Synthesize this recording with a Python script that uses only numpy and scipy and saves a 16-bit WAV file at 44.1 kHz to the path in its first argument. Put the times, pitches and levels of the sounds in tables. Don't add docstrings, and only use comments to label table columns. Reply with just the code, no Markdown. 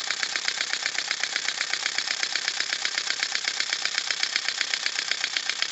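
import sys
import numpy as np
from scipy import signal
from scipy.fft import rfft, irfft
from scipy.io import wavfile
from scipy.ndimage import uniform_filter1d

SR = 44100
rng = np.random.default_rng(int(sys.argv[2]) if len(sys.argv) > 2 else 0)


def log_audio(samples):
    frames = np.atleast_2d(samples).T
    limited = np.clip(frames, -1, 1)
    pcm = np.round(limited * 32767).astype(np.int16)
    wavfile.write(sys.argv[1], SR, pcm)


N = 251811

# [time_s, speed_turns_per_s]
FLYWHEEL_SPEED = [(0, 7.978), (.6, 7.955), (1.4, 8.012), (1.75, 7.999), (2.1, 8.073), (2.65, 8.061),
                  (2.95, 7.954), (3.25, 8.034), (4.1, 7.914), (5.2, 7.962), (5.45, 7.776), (5.7, 7.818)]
# [delay_s, force_db, hardness_db, scatter_s]
PIN_CONTACTS = [(.0003, 2, -4, 0), (.0012, -18, 15, .00013), (.0021, -15, 10.5, .00013),
                (.0037, -7, -7, .0001), (.005, -13, 0, .00015), (.0089, -20, 2, .0002)]
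# [pitch_hz, width_hz, level_db]
FRAME_MODES = [(265, 72, -3), (338, 90, 2), (745, 79, 3.5), (1231, 188, 0.5), (1604, 331, 15.5),
               (2266, 367, 18), (2434, 384, 8), (3222, 205, 12), (3348, 162, 12.5), (4486, 240, 13),
               (5150, 150, 12), (6130, 540, 1), (6980, 750, -1)]
# [pitch_hz, width_hz, level_db]
FLYWHEEL_MODES = [(5240, 24, 13), (6880, 32, 6)]
# [start_turns, open_turns, level_db]
EXHAUST_OPENINGS = [(0.957, 0.05, -35.5), (0.0042, 0.11, -30.5), (0.12, 0.13, -32), (0.621, .16, -39.5)]
# [pitch_hz, level_db]
EXHAUST_SPECTRUM = [(100, -30), (300, -24), (1000, -22), (1700, -8), (2300, -10), (2900, -13), (3450, -2),
                    (4150, 1), (5000, -7), (5800, -15), (6400, -13), (6900, -10), (7500, -12)]
# [start_turns, open_turns, level_db]
LEAK_OPENINGS = [(.237, 0.044, -37), (0.304, 0.016, -32), (0.447, 0.37, -35), (.74, 0.047, -37),
                 (.922, 0.097, -34), (.03, 0.16, -41)]
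# [pitch_hz, level_db]
LEAK_SPECTRUM = [(100, -30), (400, -19), (1000, -12), (1600, -7), (2200, -5), (2550, -10), (3100, -5),
                 (3500, 0), (4300, -4), (5000, -5), (5800, -7), (6800, -3), (7500, -4.5)]
# [start_turns, force_db, hardness_db, scatter_s]
BEARING_TICKS = [(.232, 0, -3, .0002), (.252, -4, 2, .0003), (.305, -11, 9, .0003), (.456, -6, -3, .0004),
                 (.467, -9, 3, .0004), (.496, -9, 8, .0004), (.567, -8, -9, .0005), (.707, -8, -8, .0008),
                 (.736, 0, 0, .0004), (.75, -6, 6, .0006), (.803, -3, -1, .0005), (.816, -3, -6, .0005),
                 (.87, -15, 7, .0006), (.915, -7, -5, .0008)]
# [pitch_hz, width_hz, level_db]
LINKAGE_MODES = [(390, 220, -11), (1241, 158, 3.5), (1584, 47, 11.5), (1814, 87, 12), (2252, 60, 10),
                 (2514, 89, 4.5), (3425, 280, 1.5), (4170, 110, -11.5), (4590, 266, 4), (5202, 71, 8.5),
                 (5470, 89, 5), (6180, 380, -1), (6796, 97, 1.5)]
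# [pitch_hz, width_hz, level_db]
BASE_MODES = [(500, 37, -7), (728, 116, 7.5), (800, 37.7, 17.5)]
# [start_turns, force_db]
PISTON_SHOVES = [(0.243, -0.5), (0.353, -6), (0.451, -4), (0.73, -5.5), (0.926, -7.5)]
# [pitch_hz, width_hz, level_db]
BENCH_MODES = [(203, 93, -5.5), (350, 240, 3), (480, 580, 1)]
# [time_s, angle_degrees]
MIC_WALK = [(0, 21), (1.6, 16.4), (2.3, 34), (3.0, 38), (3.7, 44), (4.4, 66), (5.0, 71.5), (5.7, 85)]
SOUND_BEAMS = {"exhaust": (16, 2.9, 4), "leak": (35, 4.65, 1.8), "ticks": (25, -2.3, 0.45),
               "base": (7.9, -1.6, 4.5), "knock": (5.3, 0.46, 1.8), "hardness": (54, 2.5, 7.9),
               "frame": (107.6, 9, 13), "cylinder": (98, 2.7, 4.6), "flywheel": (52, 3.45, 12)}
# [pitch_hz, level_db]
ROOM_SPECTRUM = [(25, -23.5), (50, -8.5), (80, -9), (150, -4.5), (300, -2), (700, -0.5), (2000, -6),
                 (8000, -22)]


def knock():
    times = crank_times(0)
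    force_db = beam_db("knock", times)
    hardness_scatter_db = 0.33
    hardness_db = beam_db("hardness", times) + hardness_scatter_db * rng.standard_normal(len(times))
    contacts = []
    for delay_s, contact_db, contact_hardness_db, scatter_s in PIN_CONTACTS:
        contact_times = times + delay_s + scatter_s * rng.standard_normal(len(times))
        contacts.append([contact_times, force_db + contact_db, hardness_db + contact_hardness_db])
    clack = strike(FRAME_MODES, *np.hstack(contacts), low_scrape=0.17, high_scrape=0.48, scrape_s=0.0027)
    flywheel = ring(blows(times, force_db, scrape=0.58, scrape_s=0.0017), FLYWHEEL_MODES)
    return clack + flywheel


def exhaust(turn):
    return jet(turn, EXHAUST_OPENINGS, attack_turns=0.022, release_turns=0.06, shut_db=-55.5,
               spectrum=EXHAUST_SPECTRUM, flutter_db=1.05)


def leak(turn):
    return jet(turn, LEAK_OPENINGS, attack_turns=0.013, release_turns=0.038, shut_db=-62,
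               spectrum=LEAK_SPECTRUM, flutter_db=2.5)


def ticks():
    taps = []
    for start_turns, force_db, hardness_db, scatter_s in BEARING_TICKS:
        times = crank_times(start_turns)
        tap_times = times + scatter_s * rng.standard_normal(len(times))
        tap_db = force_db + rng.standard_normal(len(times))
        taps.append([tap_times, tap_db, np.full(len(times), hardness_db)])
    return strike(LINKAGE_MODES, *np.hstack(taps), low_scrape=0.33, high_scrape=1.0, scrape_s=0.0025)


def thump():
    times = crank_times(.738)
    force_db = 0.29 * rng.standard_normal(len(times))
    push = blows(times, force_db, scrape=0.12, scrape_s=0.0037)
    echo_delay_s, echo_db = 0.01318, -8.5
    echo = blows(times + echo_delay_s, force_db + echo_db, scrape=.15, scrape_s=0.0037)
    return ring(push + echo, BASE_MODES)


def shoves():
    force = 0
    for start_turns, force_db in PISTON_SHOVES:
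        times = crank_times(start_turns)
        force = force + blows(times, np.full(len(times), force_db), scrape=0.17, scrape_s=0.011)
    return ring(force, BENCH_MODES)


def workshop(x, t60_s, wet_db):
    t = np.arange(SR // 2) / SR
    decay = np.exp(-np.log(1000) * t / t60_s)
    swell_s = 0.0078
    tail = rng.standard_normal(len(t)) * decay * np.clip(t / swell_s, 0, 1) ** 2
    return x + undb(wet_db) * signal.fftconvolve(x, tail / np.linalg.norm(tail))[:N]


def room_tone():
    return undb(-54.0) * hiss(ROOM_SPECTRUM)


def crank():
    clock = np.arange(-SR // 4, N + SR // 4) / SR
    turns = np.cumsum(np.interp(clock, *np.transpose(FLYWHEEL_SPEED))) / SR
    first_knock_s = .10565
    return clock, turns - np.interp(first_knock_s, clock, turns)


def crank_times(share):
    clock, turns = crank()
    whole_turns = np.arange(np.ceil(turns[0]), np.floor(turns[-1]))
    return np.interp(whole_turns + share, turns, clock)


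def strike(modes, times, force_db, hardness_db, low_scrape, high_scrape, scrape_s):
    split_hz = 2900
    low_modes = [mode for mode in modes if mode[0] < split_hz]
    high_modes = [mode for mode in modes if mode[0] >= split_hz]
    low = ring(blows(times, force_db, low_scrape, scrape_s), low_modes)
    high = ring(blows(times, force_db + hardness_db, high_scrape, scrape_s), high_modes)
    return low + high


def blows(times, force_db, scrape, scrape_s):
    t = np.arange(SR // 50) / SR
    fade = np.exp(-t / scrape_s) / np.sqrt(scrape_s * SR / 2)
    shapes = scrape * rng.standard_normal((len(times), len(t))) * fade
    shapes[:, 0] += 1
    index = np.round(times * SR).astype(int)[:, None] + np.arange(len(t))
    inside = (index >= 0) & (index < N)
    return np.bincount(index[inside], (shapes * undb(force_db)[:, None])[inside], N)


def ring(force, modes):
    t = np.arange(SR // 10) / SR
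    response = 0
    for k, (pitch_hz, width_hz, level_db) in enumerate(modes):
        strength = (-1) ** k * undb(level_db) * 2 * np.pi * width_hz / SR
        response = response + strength * np.exp(-np.pi * width_hz * t) * np.sin(2 * np.pi * pitch_hz * t)
    bass_hz = 130
    response = signal.sosfilt(signal.butter(2, bass_hz, "high", fs=SR, output="sos"), response)
    return signal.fftconvolve(force, response)[:N]


def jet(turn, puffs, attack_turns, release_turns, shut_db, spectrum, flutter_db):
    power = undb(shut_db) ** 2
    for start_turns, open_turns, level_db in puffs:
        age = (turn - start_turns) % 1
        rise = np.minimum(age / attack_turns, 1)
        fall = np.exp(-np.maximum(age - open_turns, 0) / release_turns)
        power = power + (undb(level_db) * rise * fall) ** 2
    flutter = uniform_filter1d(rng.standard_normal(N), size=130)
    return hiss(spectrum) * np.sqrt(power) * undb(flutter_db * flutter / flutter.std())


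def hiss(spectrum):
    pitch_hz, level_db = np.transpose(spectrum)
    bins_hz = np.maximum(np.fft.rfftfreq(N, 1 / SR), 1)
    gain = undb(np.interp(np.log(bins_hz), np.log(pitch_hz), level_db))
    x = irfft(rfft(rng.standard_normal(N)) * gain, N)
    return x / x.std()


def beam_db(name, times):
    axis_degrees, axis_level_db, loss_db = SOUND_BEAMS[name]
    off_axis = np.radians(np.interp(times, *np.transpose(MIC_WALK)) - axis_degrees)
    return axis_level_db - loss_db * np.sin(off_axis) ** 2


def face(x, gain, pitch_hz, width_hz):
    band = signal.lfilter(*signal.iirpeak(pitch_hz, pitch_hz / width_hz, fs=SR), x)
    return x + (gain - 1) * band


def undb(db):
    return 10 ** (np.asarray(db) / 20)


def scene():
    t = np.arange(N) / SR
    turn = np.interp(t, *crank())
    beam = {name: undb(beam_db(name, t)) for name in SOUND_BEAMS}
    engine = face(knock(), beam["frame"], pitch_hz=2680, width_hz=320)
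    engine = engine + beam["exhaust"] * exhaust(turn) + beam["leak"] * leak(turn)
    engine = engine + beam["ticks"] * ticks() + beam["base"] * (thump() + shoves())
    engine = face(engine, beam["cylinder"], pitch_hz=3200, width_hz=750)
    engine = face(engine, beam["flywheel"], pitch_hz=5300, width_hz=350)
    return (workshop(engine, t60_s=0.39, wet_db=-16.0) + room_tone())[None]


def record(dry):
    low_hz, top_hz, mirror_top_hz, recorder_hz = 70, 7380, 8500, 16000
    x = signal.sosfilt(signal.butter(2, low_hz, "high", fs=SR, output="sos"), dry)
    x = signal.sosfiltfilt(signal.ellip(6, .15, 50, top_hz, fs=SR, output="sos"), x)
    x = x * (1 + 2 * undb(-23) * np.cos(2 * np.pi * recorder_hz * np.arange(N) / SR))
    return signal.sosfiltfilt(signal.ellip(6, .15, 50, mirror_top_hz, fs=SR, output="sos"), x)


dry = scene()
out = record(dry)
log_audio(out)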